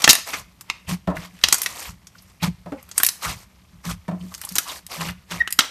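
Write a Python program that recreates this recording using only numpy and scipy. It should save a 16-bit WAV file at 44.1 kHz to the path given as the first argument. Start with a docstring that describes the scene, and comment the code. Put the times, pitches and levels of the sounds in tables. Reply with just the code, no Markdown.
"""Air pockets burst in a lump of thick, airy slime as two hands knead it, close to a small microphone.
Palms land with hollow slaps and squeeze until the pockets tear, the loudest overloading the microphone.
Fingers crush the foam into a squelch and fizz of tiny bubbles, air gurgles through folds, and the table
thuds and rumbles in a quiet room. Near the end, air squeaks out through a slit."""
import sys
import numpy as np
from scipy import signal
from scipy.fft import rfft, irfft, next_fast_len
from scipy.io import wavfile
from scipy.ndimage import map_coordinates

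SR = 44100
rng = np.random.default_rng(int(sys.argv[2]) if len(sys.argv) > 2 else 0)


def wrap_up_sound(samples):
    """Save the sound to the file named by the first command line argument, as 16-bit audio."""
    columns = np.atleast_2d(samples).T
    # keep every value between -1 and 1, then stretch to whole-number steps
    tamed = np.clip(columns, -1, 1)
    steps = np.round(tamed * 32767).astype(np.int16)
    wavfile.write(sys.argv[1], SR, steps)


N = 251370
TOP_HZ = 14150  # band limit


def amp(db):
    """Decibels to gain."""
    return 10 ** (np.asarray(db) / 20)


def unit(x):
    """Scale to rms 1."""
    return x / np.sqrt(np.mean(x ** 2) + 1e-20)


def along(points, hz):
    """Read a curve of (freq_hz, value) points on a log frequency axis."""
    freqs, values = np.transpose(points)
    return np.interp(np.log(hz + 1), np.log(freqs), values)


def add(track, start_s, sound):
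    """Lay a sound into a track."""
    part = track[max(0, round(start_s * SR)):][:len(sound)]
    part += sound[:len(part)]


def filtered(x, response):
    """Filter x by a complex response of frequency."""
    size = next_fast_len(len(x) + SR // 10)
    return irfft(rfft(x, size) * response(np.fft.rfftfreq(size, 1 / SR)), size)[:len(x)]


def coloured(x, eq):
    """x through an EQ curve of (freq_hz, gain_db) points, at rms 1."""
    return unit(filtered(x, lambda hz: amp(along(eq, hz))))


def causal(gain):
    """Minimum-phase impulse response of a gain curve."""
    cepstrum = irfft(np.log(gain + 1e-6))
    half = len(cepstrum) // 2
    folded = np.r_[cepstrum[0], 2 * cepstrum[1:half], np.zeros(half)]
    return irfft(np.exp(rfft(folded)))


def resonance(f, hz, width):
    """Response of one damped mode."""
    return 1j * f * width / (hz * hz - f * f + 1j * f * width)


def swell(length_s):
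    """A soft rise and fall that lasts about length_s."""
    u = np.arange(int(2 * length_s * SR)) / (0.47 * length_s * SR)
    return u ** 2 * np.exp(2 - 2 * u)


def wobble(per_second):
    """A smooth random curve with so many knots a second."""
    knots = rng.standard_normal(int(N * per_second / SR) + 4)
    return map_coordinates(knots, [np.arange(N) * per_second / SR])


# EQ of the noise floor: freq_hz, gain_db
ROOM_TONE_EQ = [(18, -36), (30, -6.5), (65, -6), (172, -4), (435, -19), (1190, -23.5), (6470, -28.5),
                (10600, -31), (12600, -28), (14000, -35)]


def room_tone(level_db=-59):
    """A faint, steady bed of low noise and hiss."""
    return amp(level_db) * coloured(rng.standard_normal(N), ROOM_TONE_EQ)


# Reverb time of the walls: freq_hz, t60_s
WALL_DECAY = [(200, 0.12), (2000, 0.39), (6000, 0.34), (13000, .28)]


def room_reverb(x, near_db=-11, near_t60_s=0.054, far_db=-17, blocks=20):
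    """Hands and table scatter the sound, the walls add a faint tail; the paths change as the hands move."""
    out, step = np.zeros(N), N // blocks + 1
    for start in range(0, N, step):
        hz, t, bands = signal.stft(rng.standard_normal(SR // 2), SR, nperseg=256)
        decay = amp(-60 * t / along(WALL_DECAY, hz)[:, None])
        tail = signal.istft(bands * decay, SR, nperseg=256)[1]
        t = np.arange(len(tail)) / SR
        tail *= 1 - np.exp(-t / 0.015)
        near = rng.standard_normal(len(t)) * amp(-60 * t / near_t60_s) * (t > .004)
        impulse = amp(far_db) * tail / np.linalg.norm(tail) + amp(near_db) * near / np.linalg.norm(near)
        add(out, start / SR, signal.fftconvolve(x[start:start + step], impulse))
    return out


# Drags of the lump over the table: start_s, level_db, length_s
DRAGS = [(0.36, -48, 0.084), (0.867, -35, 0.089), (1.086, -43.5, 0.095), (1.16, -34.5, 0.057),
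         (1.427, -42, 0.069), (1.87, -41, 0.066), (2.433, -36.5, .13), (3.245, -35.5, 0.12),
         (3.72, -47, 0.066), (3.872, -34.5, 0.0886), (4.116, -53, 0.19), (5.048, -36.5, 0.079),
         (5.316, -41, 0.096)]
# EQ of the drag rumble: freq_hz, gain_db
RUMBLE_EQ = [(15, -40), (25, -20), (65, -0.5), (86, -4), (135, -13.5), (190, -4), (242, -34.5), (320, -37),
             (420, -58.5), (700, -120)]
# Pushes booming through lump and table, plus at 2.718 s the low thump of air trapped under a palm: start_s,
# level_db, length_s, pitch_hz
PUSHES = [(0.078, -30, 0.023, 192), (0.885, -29, 0.037, 171.2), (0.912, -21.5, 0.04, 175.6),
          (1.072, -17, 0.033, 181), (1.21, -45.5, 0.089, 178), (1.328, -44.5, 0.04, 180),
          (2.422, -19.5, 0.035, 171), (2.472, -20.5, 0.027, 170.3), (2.66, -35, 0.037, 175),
          (2.718, -27.5, 0.025, 283.5), (3.245, -34.5, 0.086, 162.7), (3.852, -27.5, 0.062, 171.3),
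          (4.08, -23.5, 0.038, 177.5), (4.105, -26.5, 0.062, 181), (4.2, -31.5, 0.078, 182),
          (4.51, -36.5, 0.034, 184), (4.97, -31.5, 0.085, 167), (5.045, -34.5, 0.076, 176),
          (5.305, -35.5, 0.067, 173.6), (5.585, -35.5, 0.0099, 227)]


def table_top(rest_db=-56, roughness=0.33):
    """The table top rumbles as the lump is dragged and booms under each push; one boom is the low thump of air
    trapped under a palm."""
    motion = np.full(N, amp(rest_db))
    for start_s, level_db, length_s in DRAGS:
        add(motion, start_s, amp(level_db) * swell(length_s))
    out = motion * coloured(rng.standard_normal(N), RUMBLE_EQ)
    drag_eq = [(30, -17), (70, 1), (200, 1.5), (320, -8.5), (600, -23), (2000, -72)]
    for start_s, level_db, length_s, pitch_hz in PUSHES:
        push = swell(length_s)
        boom = np.sqrt(2) * np.sin(2 * np.pi * pitch_hz * np.arange(len(push)) / SR)
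        drag = coloured(rng.standard_normal(len(push)), drag_eq)
        add(out, start_s, amp(level_db) * push * (boom + roughness * drag))
    return out


# Puffs of air squeezed through folds: start_s, level_db, length_s, centre_hz
PUFFS = [(0.323, -30.5, 0.033, 2350), (0.865, -44.5, 0.022, 2600), (1.235, -51, 0.018, 1900),
         (2.15, -43, 0.0077, 1337), (2.18, -47, 0.013, 4900), (2.396, -47, 0.032, 2430),
         (2.42, -32.5, 0.011, 3730), (2.769, -52, 0.041, 2150), (3.249, -28, 0.031, 1245),
         (3.838, -42.5, 0.025, 1148), (3.884, -33, 0.025, 1215), (4.206, -48, 0.013, 2970),
         (4.315, -42.5, 0.017, 1090), (4.435, -41, 0.017, 890), (4.47, -43, 0.0067, 1060),
         (4.646, -37.5, 0.075, 1030), (4.689, -32, 0.02, 3700), (5.003, -30.5, 0.025, 1120)]


def gurgles(fold_q=2.9):
    """Air slips through a fold, which colours it with one broad resonance."""
    out = np.zeros(N)
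    for start_s, level_db, length_s, hz in PUFFS:
        flow = swell(length_s)
        air = filtered(rng.standard_normal(len(flow)), lambda f: resonance(f, hz, hz / fold_q) ** 2)
        add(out, start_s, amp(level_db) * flow * unit(air))
    return out


# Pitch and level envelope of the squeak: time_s, pitch_hz, level_db
SQUEAK_ENVELOPE = [(5.385, 2027, -67), (5.401, 1880, -37), (5.406, 1902, -18), (5.411, 1878, -13),
                   (5.419, 1874, -17), (5.425, 1790, -35), (5.434, 1780, -75)]


def squeak(second_db=-27, third_db=-36):
    """Escaping air flutters the lips of a slit: a falling, nearly pure tone."""
    t = np.arange(N) / SR
    time_s, pitch_hz, level_db = np.transpose(SQUEAK_ENVELOPE)
    phase = 2 * np.pi * np.cumsum(np.interp(t, time_s, pitch_hz)) / SR
    tone = np.sin(phase) + amp(second_db) * np.sin(2 * phase) + amp(third_db) * np.sin(3 * phase)
    gate = (t > time_s[0]) * (t < time_s[-1])
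    return np.sqrt(2) * amp(np.interp(t, time_s, level_db)) * tone * gate


# Modes of the hollow under a palm: pitch_hz, width_hz, gain_db
PALM_MODES = [(290.7, 27, -1.5), (648, 49, 0.5), (770, 110, -9), (1004, 65, -7), (1330, 81, -15.5),
              (1800, 150, -18)]
# Palms landing on the slime: start_s, level_db, t60_s, pitch_ratio
PALM_HITS = [(1.074, -20.5, 0.29, 1.01), (1.1, -25.5, 0.17, 0.95), (2.66, -33, 0.19, 0.94),
             (2.721, -27.5, 0.17, 0.81), (4.081, -24, 0.12, 0.96), (4.112, -32.5, 0.25, 1.01)]


def slaps(attack_s=.001, smack_db=-7, smack_t60_s=0.094):
    """A soft palm traps air against the slime: a short, hollow body under a faint smack."""
    def hollow(f):
        return sum((-1) ** k * amp(db) * resonance(f, hz, width)
                   for k, (hz, width, db) in enumerate(PALM_MODES))

    out, t = np.zeros(N), np.arange(SR // 4) / SR
    smack_eq = [(300, 6.5), (1500, 1.5), (4000, -13), (13000, -26)]
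    for start_s, level_db, t60_s, pitch_ratio in PALM_HITS:
        noise = rng.standard_normal(len(t))
        body = unit(filtered(noise, lambda f: hollow(f / pitch_ratio) / (1 + (f / 2200) ** 4)))
        body *= amp(-60 * t / t60_s) * (1 - np.exp(-t / attack_s))
        smack = coloured(rng.standard_normal(len(t)), smack_eq) * amp(smack_db - 60 * t / smack_t60_s)
        add(out, start_s, amp(level_db) * (body + smack))
    return out


def sticky_ticks(per_second=130, spread_db=15.5, t60_s=0.022):
    """Sticky skin lets go of the fingers in sparse, sharp ticks."""
    out, t = np.zeros(N), np.arange(SR // 60) / SR
    for when, size in rng.random((int(per_second * N / SR), 2)):
        envelope = amp(spread_db * size - 60 * t / t60_s)
        add(out, when * N / SR, envelope * rng.standard_normal(len(t)))
    return unit(out)


def bubbles(per_second, low_hz, high_hz, cycles, level_spread=3):
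    """Countless tiny cells of uneven size, each ringing for a few cycles at its own pitch."""
    when, pitch, softness, phase = rng.random((int(per_second * N / SR), 4)).T[:, :, None]
    hz = low_hz * (high_hz / low_hz) ** pitch
    n = np.arange(SR // 120)
    turns = hz * n / SR
    gain = amp(-level_spread * np.log(.04 + .96 * softness)) * hz  # many soft, a few loud
    envelope = amp(-60 * turns / cycles) * (1 - np.exp(-2 * turns)) * (1 - n / len(n))
    grains = gain * envelope * np.sin(2 * np.pi * (turns + phase))
    positions = (when * N).astype(int) + n
    return unit(np.bincount(positions.ravel(), grains.ravel(), N + len(n))[:N])


# Finger strokes through the foam: start_s, length_s, squelch_db, fizz_db, effort_change_db
FINGER_STROKES = [(0.01, 0.18, -33.5, -37, -4), (0.277, 0.12, -33, -34, -6.5), (0.696, 0.1, -47, -59, -12),
                  (0.894, .048, -27.5, -29.5, -9), (1.162, 0.098, -43, -48.5, 1.5), (1.31, .1, -57, -62, 3),
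                  (1.446, 0.32, -40.5, -40, -0.5), (1.794, 0.11, -34, -33, -10),
                  (2.161, 0.17, -62, -60.5, -1.5), (2.431, 0.041, -23.5, -29.5, -8),
                  (2.69, 0.23, -62.5, -64.5, 1.5), (2.982, 0.3, -39, -35.5, -25),
                  (3.23, .1, -29, -30.5, -4.5), (3.369, 0.066, -50, -49, -1),
                  (3.854, 0.061, -37.5, -37.5, 3.5), (4.203, 0.15, -57, -56.5, 3),
                  (4.331, 0.305, -56.5, -52, 12), (4.679, 0.1, -36.5, -35.5, -5.5),
                  (4.911, 0.077, -33.5, -37, -2), (5.01, 0.093, -29, -34, -7.5),
                  (5.315, 0.081, -29, -35, -10.5), (5.616, 0.078, -32, -62, -9.5)]


def crushing(grip_db_per_s=678.5, release_db_per_s=394, usual_stroke_s=0.17):
    """Squelch and fizz envelopes: each stroke grips, presses on with changing effort and lets go."""
    t = np.arange(N) / SR
    squelch, fizz = amp(-62), amp(-68.5)  # the foam settling between strokes
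    for start_s, length_s, squelch_db, fizz_db, change_db in FINGER_STROKES:
        grip_db = grip_db_per_s * np.minimum(t - start_s, 0)
        release_db = release_db_per_s * np.minimum(start_s + length_s - t, 0)
        pace = (usual_stroke_s / length_s) ** .5  # shorter strokes grip and let go faster
        progress = np.clip((t - start_s) / length_s, 0, 1)
        effort = amp(pace * (grip_db + release_db) + change_db * progress)
        squelch = np.hypot(squelch, amp(squelch_db) * effort)
        fizz = np.hypot(fizz, amp(fizz_db) * effort)
    return squelch, fizz


# EQ of the wet mids from large cells: freq_hz, gain_db
SQUELCH_EQ = [(150, -30), (250, -3.5), (443, -7.5), (634, -5.5), (764, -6.5), (1020, -3), (1230, -3.5),
              (1450, -10), (2130, -6), (6000, -16.5), (7800, -39.5), (13200, -120)]
# EQ of the crisp top from small cells: freq_hz, gain_db
FIZZ_EQ = [(2650, -22), (4500, -2), (7520, -3), (8230, -3), (10500, -8), (11800, -4.5), (14000, -7.5)]


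def foam(trim_db=-1, stickiness=0.46, fizz_lumpiness=0.59):
    """Crushed foam: larger cells squelch in lumps and the smallest fizz, over a bed of escaping air."""
    squelch, fizz = crushing()
    ticks = stickiness * sticky_ticks()
    large = bubbles(1900, low_hz=450, high_hz=7000, cycles=13) + ticks + .65 * rng.standard_normal(N)
    small = bubbles(1200, low_hz=4000, high_hz=14000, cycles=18) + ticks + rng.standard_normal(N)
    lumps_db = 1.5 * wobble(per_second=70)  # the slime yields unevenly
    squelch *= amp(lumps_db) * coloured(large, SQUELCH_EQ)
    fizz *= amp(fizz_lumpiness * lumps_db) * coloured(small, FIZZ_EQ)
    return amp(trim_db) * (squelch + fizz)


# Bursting air pockets: start_s, level_db, cavity_hz, body_db, snap_db, t60_s
AIR_POCKETS = [(0.02, -26, 5470, 6.5, 3, 0.029), (0.0418, -7, 6740, 0, -17.5, 0.029),
               (0.077, -5, 2500, 13, -4, 0.014), (0.092, -2, 6460, -3, -7.5, 0.033),
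               (0.098, -2.5, 2370, -22.5, -14, 0.034), (0.107, -5.5, 6100, -6, -2, 0.026),
               (0.131, -13.5, 2220, 5, 8.5, 0.016), (0.153, -18.5, 1700, -2, 0.5, 0.018),
               (0.334, -23, 5860, 18, -10, 0.11), (0.6101, -38, 1190, -9, 2.5, 0.033),
               (0.7, -20, 2620, -0.5, -21.5, .014), (1.168, -29.5, 2400, 25.5, 8, .035),
               (1.39, -48.5, 1928, -4, -1, 0.037), (1.414, -45, 1380, -13.5, -17, 0.027),
               (1.4383, -5.5, 2620, -7.5, -20.5, .019), (1.486, -18.5, 5200, 1.5, -7, 0.011),
               (1.5257, -8, 7000, 0, -3, 0.03), (1.543, -16.5, 6700, 6, 4.5, 0.044),
               (1.583, -28.5, 6250, -8.5, 9, .03), (1.618, -20.5, 2000, -15, 7.5, 0.019),
               (1.632, -25, 2430, -13, 8, 0.042), (1.661, -19.5, 1950, -3.5, -8.5, 0.03),
               (2.07, -42, 6320, 6, 0, .036), (2.222, -52, 12000, 7, 6, 0.041),
               (2.828, -46.5, 5700, 11, 20, 0.026), (2.89, -45, 12230, 9.5, -9, 0.048),
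               (2.914, -35.5, 6340, 5, -5, 0.031), (2.9793, -12.5, 8700, 0.5, 3.5, 0.025),
               (3.001, -22.5, 1290, 8.5, 3, .03), (3.0332, -10, 12900, 6, -1.5, 0.014),
               (3.048, -18.5, 2530, -18, 1.5, .026), (3.065, -13, 1900, -11.5, 9.5, 0.023),
               (3.088, -18.5, 1560, -18, -8, 0.023), (4.341, -36.5, 1360, -16, -5, 0.011),
               (4.348, -33, 1210, -17, -8, .021), (4.379, -43.5, 1380, -14, 6, 0.025),
               (4.415, -32, 1730, -5, 8.5, 0.033), (4.436, -38, 3120, 5, 3, 0.063),
               (4.45, -29.5, 9200, -3, 8, 0.027), (4.49, -32.5, 1470, -36, -4, 0.024),
               (4.522, -37.5, 5340, -0.5, 12, 0.022), (4.555, -20.5, 6000, 8.5, 10, 0.042),
               (4.563, -24.5, 5200, 11, 2, .037), (4.5836, -13.5, 1460, -7, -0.5, 0.027),
               (4.866, -36.5, 1980, -26, 0.5, 0.014), (5.086, -29.5, 2600, 19, 5, 0.046),
               (5.4755, -25, 2630, 7.5, -3.5, 0.018), (5.506, -32.5, 1810, -9, 6, 0.037),
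               (5.5253, -21, 2250, -13.5, 7, 0.017), (5.59, -6, 1340, -6, -14, 0.024),
               (5.606, -17.5, 3350, -1, -30, 0.026)]


def pops(rupture=3.8, opening_s=.0002, cavity_q=3.3, level_window_s=0.0098):
    """Each skin tears with one sharp push and a dying flutter; the pocket behind it rings."""
    out, t = np.zeros(N), np.arange(SR // 16) / SR
    f = np.fft.rfftfreq(1024, 1 / SR)
    lowpass = 1 / np.sqrt(1 + (f / TOP_HZ) ** 20)
    for start_s, level_db, cavity_hz, body_db, snap_db, t60_s in AIR_POCKETS:
        tear = rng.standard_normal(len(t)) * amp(-60 * t / t60_s) * (1 - np.exp(-t / opening_s))
        tear[round(opening_s * SR)] = rupture
        skin = amp(along([(60, body_db - 18.5), (290, body_db - 3), (450, body_db - 7),
                          (1500, body_db), (5000, 0), (11000, snap_db)], f))
        ring_db = 7 - 0.23 * level_db  # a gentle pop leaves its pocket whole, so it rings more
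        cavity = np.abs(1 + (amp(ring_db) - 1) * resonance(f, cavity_hz, cavity_hz / cavity_q))
        echo_s = rng.uniform(.0004, .0012)  # reflection off the nearby palm
        comb = np.abs(1 + .3 * np.exp(2j * np.pi * f * echo_s))
        pop = signal.fftconvolve(tear, causal(skin * cavity * comb * lowpass))
        pop *= amp(level_db) * np.sqrt(level_window_s * SR / np.sum(pop ** 2))
        add(out, start_s, pop)
        add(out, start_s - .0015, amp(-20.5) * pop)  # a faint copy 1.5 ms early softens the onset
    return out


def scene(covered_send_db=-7):
    """Mono mix of slime, table and room; less of the sound made under the hands reaches the walls."""
    exposed = pops() + slaps() + squeak()
    covered = foam() + gurgles()
    reverb = room_reverb(exposed + amp(covered_send_db) * covered)
    return (exposed + covered + reverb + table_top() + room_tone())[None]


def record(dry, hardness=10., low_cut_hz=42):
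    """The microphone clips the loudest pops; a low cut drops the sub bass and a steep filter caps the top."""
    clipped = dry[0] / (1 + np.abs(dry[0]) ** hardness) ** (1 / hardness)
    low_cut = filtered(clipped, lambda hz: hz ** 2 / np.sqrt(hz ** 4 + low_cut_hz ** 4))
    return filtered(low_cut, lambda hz: 1 / np.sqrt(1 + (hz / TOP_HZ) ** 140))[None]


dry = scene()
out = record(dry)
wrap_up_sound(out)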